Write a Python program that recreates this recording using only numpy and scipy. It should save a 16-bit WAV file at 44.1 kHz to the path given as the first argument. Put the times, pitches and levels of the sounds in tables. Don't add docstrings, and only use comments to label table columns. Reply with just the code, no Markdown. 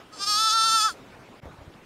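import sys
import numpy as np
from scipy import signal
from scipy.fft import rfft, irfft
from scipy.io import wavfile
from scipy.ndimage import uniform_filter1d

SR = 44100
rng = np.random.default_rng(int(sys.argv[2]) if len(sys.argv) > 2 else 0)


def dump_mix(stems):
    frames = np.atleast_2d(stems).T
    limited = np.clip(frames, -1, 1)
    pcm = np.round(limited * 32767).astype(np.int16)
    wavfile.write(sys.argv[1], SR, pcm)


N = 81585
T = np.arange(N) / SR

# time_s, relative_db
HOARSENESS = [(.12,-1.5),(.18,-3.5),(.225,-23),(.255,-16),(.29,-32),(.35,-21),(.445,-17.5),(.535,-19),(.56,-20),(.63,-20),(.69,-32),(.795,-19.5),(.825,-15.5),(.85,-19),(.88,-14),(.92,-1.5)]
# time_s, level_db
BODY_LEVEL = [(0.12, -49), (0.14, -46.5), (0.186, -57), (0.208, -37.5), (0.238, -34), (0.256, -42.5),
              (0.28, -29.5), (0.482, -22.5), (0.498, -27), (0.562, -21.5), (0.714, -24), (0.758, -20),
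              (0.82, -27), (0.86, -19.5), (0.91, -35.5), (0.925, -55)]
# time_s, level_db
CLUSTER_LEVEL = [(.12,-60),(.136,-49),(.174,-47),(.21,-34),(.238,-27),(.256,-35.5),(.274,-26),(.3,-24),(.4,-25),(.435,-25.5),
                 (.505,-24),(.558,-27),(.608,-24.5),(.8,-25),(.818,-23),(.86,-28.5),(.9,-36.5),(.925,-47.5)]
# time_s, ring_db, top_db
TREBLE_LEVEL = [(.12,-70,-75),(.185,-62,-70),(.22,-46.5,-59),(.255,-49,-54),(.29,-43,-48.5),(.44,-40,-48),(.565,-44,-52),(.61,-38.5,-49.5),(.82,-37,-44.5),(.925,-55.5,-61)]
# frequency_hz, gain_db
LIP_COLOUR = [(1500,-31),(2600,-6),(5000,-2),(7500,2.5),(10000,-1),(15000,-13)]


def lamb(attack_s=0.018, release_s=0.013):
    rasp = amp(curve(HOARSENESS) + 3)
    pulses, puffs = vocal_folds(rasp)
    voice, hiss = throat(np.array([-pulses, puffs]))
    hiss = hiss + amp(-9) * colour(puffs, LIP_COLOUR)
    # low_hz, high_hz, level_db, extra_rasp_db; a nasal gap lies between the first two
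    registers = [(600, 1980, curve(BODY_LEVEL), -33),
                 (2256, 8200, curve(CLUSTER_LEVEL), 0),
                 (8200, 9700, curve(TREBLE_LEVEL), 2),
                 (9700, SR, curve(TREBLE_LEVEL, column=2), 5)]
    bleat = 0
    for low_hz, high_hz, level_db, extra_rasp_db in registers:
        share = np.minimum(rasp * amp(extra_rasp_db), 1)
        tone = steady(band(voice, low_hz, high_hz))
        breath = steady(band(hiss, low_hz, high_hz), size=1500)
        bleat += amp(level_db) * (np.sqrt(1 - share ** 2) * tone + share * breath)
    onset = np.clip((T - BODY_LEVEL[0][0]) / attack_s + 0.5, 0, 1)
    release = np.exp(-np.maximum(T - BODY_LEVEL[-1][0], 0) / release_s)
    return bleat * onset * release


# time_s, pitch_hz
BLEAT_PITCH = [(.12,415),(.145,430),(.17,405),(.19,388),(.23,405),(.255,396),(.28,415),(.31,421),(.323,410),(.365,420),(.388,434),(.42,440),(.47,444),(.502,428),(.54,452),(.6,446),(.632,442.5),(.662,454),(.7,442.5),(.748,449.5),(.788,437),(.814,422),(.836,436),(.858,440),(.878,425),(.895,365),(.92,315)]
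# middle_s, half_length_s, rasp_share
VOICE_BREAKS = [(0.663,0.022,0.95),(0.761,0.03,1),(0.895,0.015,0)]


def vocal_folds(rasp, jitter=0.0017, rough_jitter=0.01185, shimmer=0.099, doubling=0.34):
    waver = jitter * wander(rate_hz=58) + rough_jitter * rasp * wander(rate_hz=255)
    cycles = np.cumsum(curve(BLEAT_PITCH) * (1 + waver)) / SR
    pulses = unit(sum(np.cos(2 * np.pi * k * cycles) for k in range(1, 41)))
    pulses *= 1 + shimmer * wander(rate_hz=67)
    airflow = 0.45 + np.exp(-(cycles % 1) / 0.28)
    puffs = unit(airflow * rng.standard_normal(N))
    broken = sum(share * burst(middle_s, half_s) for middle_s, half_s, share in VOICE_BREAKS)
    broken = np.clip(broken, 0, 1)
    tone_to_breath = broken * puffs + (np.sqrt(1 - broken ** 2) - 1) * pulses
    pulses += band(tone_to_breath, 5950, 7700)
    pulses += doubling * rasp * np.cos(np.pi * cycles) * band(pulses, 3800, SR)
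    return pulses, puffs


# time_s, shape (0 opening, 1 wide, 2 full voice, 3 straining)
MOUTH_SHAPE = [(.34,.02),(.4,1.4),(.52,1.32),(.57,1.37),(.76,2.23),(.815,2.8),(.855,2.34)]
# width_hz, then centre_hz, gain_db for each of the four mouth shapes
FORMANTS = [(304,1296,18.5,1320,10,1340,4,1350,-4), (152,2710,-11,2680,-8.5,2750,-7.5,2430,-5),
            (370,3480,-3.5,3620,4,3474,3,3440,1), (240,4220,-1,4020,7,4080,-1,4470,-4),
            (394,4660,4,4560,6,4580,4.5,4670,4.5), (265,5300,5,5330,5,5270,2,5200,6),
            (506,6200,-4.5,6520,-2,6160,-1,6270,-0.5), (490,7400,-8.5,7500,-14.5,7150,-3.5,7030,0),
            (390,8850,-10,8890,-9,8970,-7,8900,0), (3100,11300,-21,11400,-22,11300,-19,12600,-20)]


def throat(source):
    shape, voiced = curve(MOUTH_SHAPE), 0
    for width_hz, *poses in FORMANTS:
        centre_hz = np.interp(shape, range(4), poses[::2])
        gain_db = np.interp(shape, range(4), poses[1::2])
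        voiced += amp(gain_db) * resonate(source, centre_hz, width_hz)
    return voiced


# middle_s, half_length_s, level_db
VOICE_CRACKS = [(0.4,0.02,-38),(0.436,0.022,-35),(0.515,0.027,-33)]
# frequency_hz, gain_db
TURBULENCE_COLOUR = [(3300,-24),(4000,-2),(4600,0),(5500,1.5),(6200,-2),(7600,-5),(8200,-15),(9000,-4),(10500,-15),(15000,-23)]


def cracks(flutter_db=4, flutter_hz=160):
    turbulence = band(colour(rng.standard_normal(N), TURBULENCE_COLOUR), 3300, SR)
    flutter = amp(flutter_db * wander(flutter_hz))
    envelope = sum(amp(db) * burst(middle_s, half_s) for middle_s, half_s, db in VOICE_CRACKS)
    return steady(turbulence * flutter, size=900) * envelope


# middle_s, half_length_s, level_db, pitch_hz, width_hz
BREATH_WHISTLES = [(0.32,0.051,-47,8880,87),(.325,0.041,-50,12400,450),(0.4,.025,-48,11500,500)]


def whistles():
    sound = 0
    for middle_s, half_s, level_db, pitch_hz, width_hz in BREATH_WHISTLES:
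        whistle = resonate(rng.standard_normal(N), np.full(N, pitch_hz), width_hz)
        sound += amp(level_db) * burst(middle_s, half_s) * steady(whistle)
    return sound


# start_s, peak_db, pitch_hz, decay_s, scuff_db
TURF_THUDS = [(1.431,-34,131,0.005,-59),(1.456,-36.5,81,0.011,-37.5),(1.584,-40,99,0.0055,-65),(1.611,-40.5,75,0.0072,-52),(1.674,-35.5,92.6,0.0055,-71)]
# frequency_hz, gain_db
SCUFF_COLOUR = [(100,-2),(350,-5),(580,11),(900,-10),(3500,-32),(12000,-55)]
# start_s, level_db, centre_hz, decay_s
GRASS_RUSTLES = [(1.739,-51,3450,0.0018)]


def turf(sag_per_s=5.3, scuff_decay_s=0.014):
    ground = np.zeros(N)
    scuff = unit(colour(rng.standard_normal(N), SCUFF_COLOUR))
    for start_s, peak_db, pitch_hz, decay_s, scuff_db in TURF_THUDS:
        age = np.maximum(T - start_s, 0)
        sagging_hz = pitch_hz / (1 + sag_per_s * age) * (age > 0)
        push = np.sin(2 * np.pi * np.cumsum(sagging_hz) / SR)
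        ground += amp(peak_db) * swell(start_s, decay_s) * push
        ground += amp(scuff_db) * (age > 0) * np.exp(-age / scuff_decay_s) * scuff
    for start_s, level_db, centre_hz, decay_s in GRASS_RUSTLES:
        rustle = unit(band(rng.standard_normal(N), centre_hz / 1.3, centre_hz * 1.14))
        ground += amp(level_db) * swell(start_s, decay_s) * rustle
    return ground


# frequency_hz, gain_db
WIND_COLOUR = [(12, -48), (20, 0), (64, -3.5), (129, 3), (416, -2), (667, -4), (1300, -9.5), (2330, -13.5),
               (4550, -22.5), (15500, -40)]
# time_s, level_db
WIND_LEVEL = [(0,-47),(.5,-50.5),(1.0,-46),(1.35,-48.5),(1.85,-49)]
# time_s, relative_db
WIND_RUMBLE = [(0,-6),(.8,-5.5),(1.2,-1.5),(1.85,-2.5)]


def wind(patchy_db=2.5, gust_db=-0.5):
    spectrum = signal.stft(rng.standard_normal(N), nperseg=512)[2]
    patches = uniform_filter1d(rng.standard_normal(spectrum.shape), size=7, axis=0)
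    patches = unit(uniform_filter1d(patches, size=7, axis=1))
    patchy_noise = signal.istft(spectrum * amp(patchy_db * patches), nperseg=512)[1][:N]
    wash = unit(colour(patchy_noise, WIND_COLOUR))
    rumble = band(wash, 1, 227)
    gusts = amp(curve(WIND_RUMBLE) + gust_db * wander(rate_hz=9.4))
    return amp(curve(WIND_LEVEL)) * (wash - rumble + rumble * gusts)


def amp(db):
    return 10 ** (np.asarray(db) / 20)


def unit(x):
    return x / np.sqrt(np.mean(x ** 2) + 1e-20)


def curve(rows, column=1):
    rows = np.array(rows)
    return np.interp(T, rows[:, 0], rows[:, column])


def colour(x, points):
    points_hz, db = np.transpose(points)
    hz = abs(np.fft.fftfreq(4096, 1 / SR))
    log_gain = np.log(amp(np.interp(np.log(hz + 1), np.log(points_hz), db)))
    impulse = np.fft.ifft(np.exp(np.conj(signal.hilbert(log_gain)))).real
    return signal.fftconvolve(x, impulse[:len(impulse) // 2])[:len(x)]


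def band(x, low_hz, high_hz):
    hz = np.fft.rfftfreq(len(x), 1 / SR) + 1
    gain = 1 / (1 + (low_hz / hz) ** 20) / (1 + (hz / high_hz) ** 20)
    return irfft(rfft(x) * gain, len(x))


def resonate(x, hz, width_hz):
    carrier = np.exp(2j * np.pi * np.cumsum(hz) / SR)
    pole = np.exp(-np.pi * width_hz / SR)
    envelope = signal.lfilter([(1 - pole) ** 2], [1, -2 * pole, pole * pole], x / carrier + 1e-18)
    return 2 * (carrier * envelope).real


def wander(rate_hz):
    hz = np.fft.rfftfreq(N, 1 / SR)
    return unit(irfft(rfft(rng.standard_normal(N)) / (1 + (hz / rate_hz) ** 4), N))


def steady(x, size=500):
    power = uniform_filter1d(uniform_filter1d(x ** 2, size), size)
    return x / np.sqrt(abs(power) + 1e-12)


def swell(start_s, decay_s):
    progress = np.maximum(T - start_s, 0) / decay_s
    return (progress * np.exp(1 - progress)) ** 2


def burst(middle_s, half_s):
    return np.exp(-((T - middle_s) / half_s) ** 6)


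def scene():
    bleat = lamb() + cracks() + whistles()
    return np.tile(bleat + wind() + turf(), (2, 1))


def record(dry, dip_s=1.402, dip_db=-20, hold_s=0.009, return_s=0.016, cutoff_hz=15750):
    fall = np.clip((T - dip_s) / 0.00067, 0, 1)
    recovery = np.clip(1 - (T - dip_s - hold_s) / return_s, 0, 1)
    lowpass = signal.firwin(511, cutoff_hz, window=("kaiser", 9), fs=SR)
    return signal.oaconvolve(dry * amp(dip_db * fall * recovery), lowpass[None], "same")


dry = scene()
out = record(dry)
dump_mix(out)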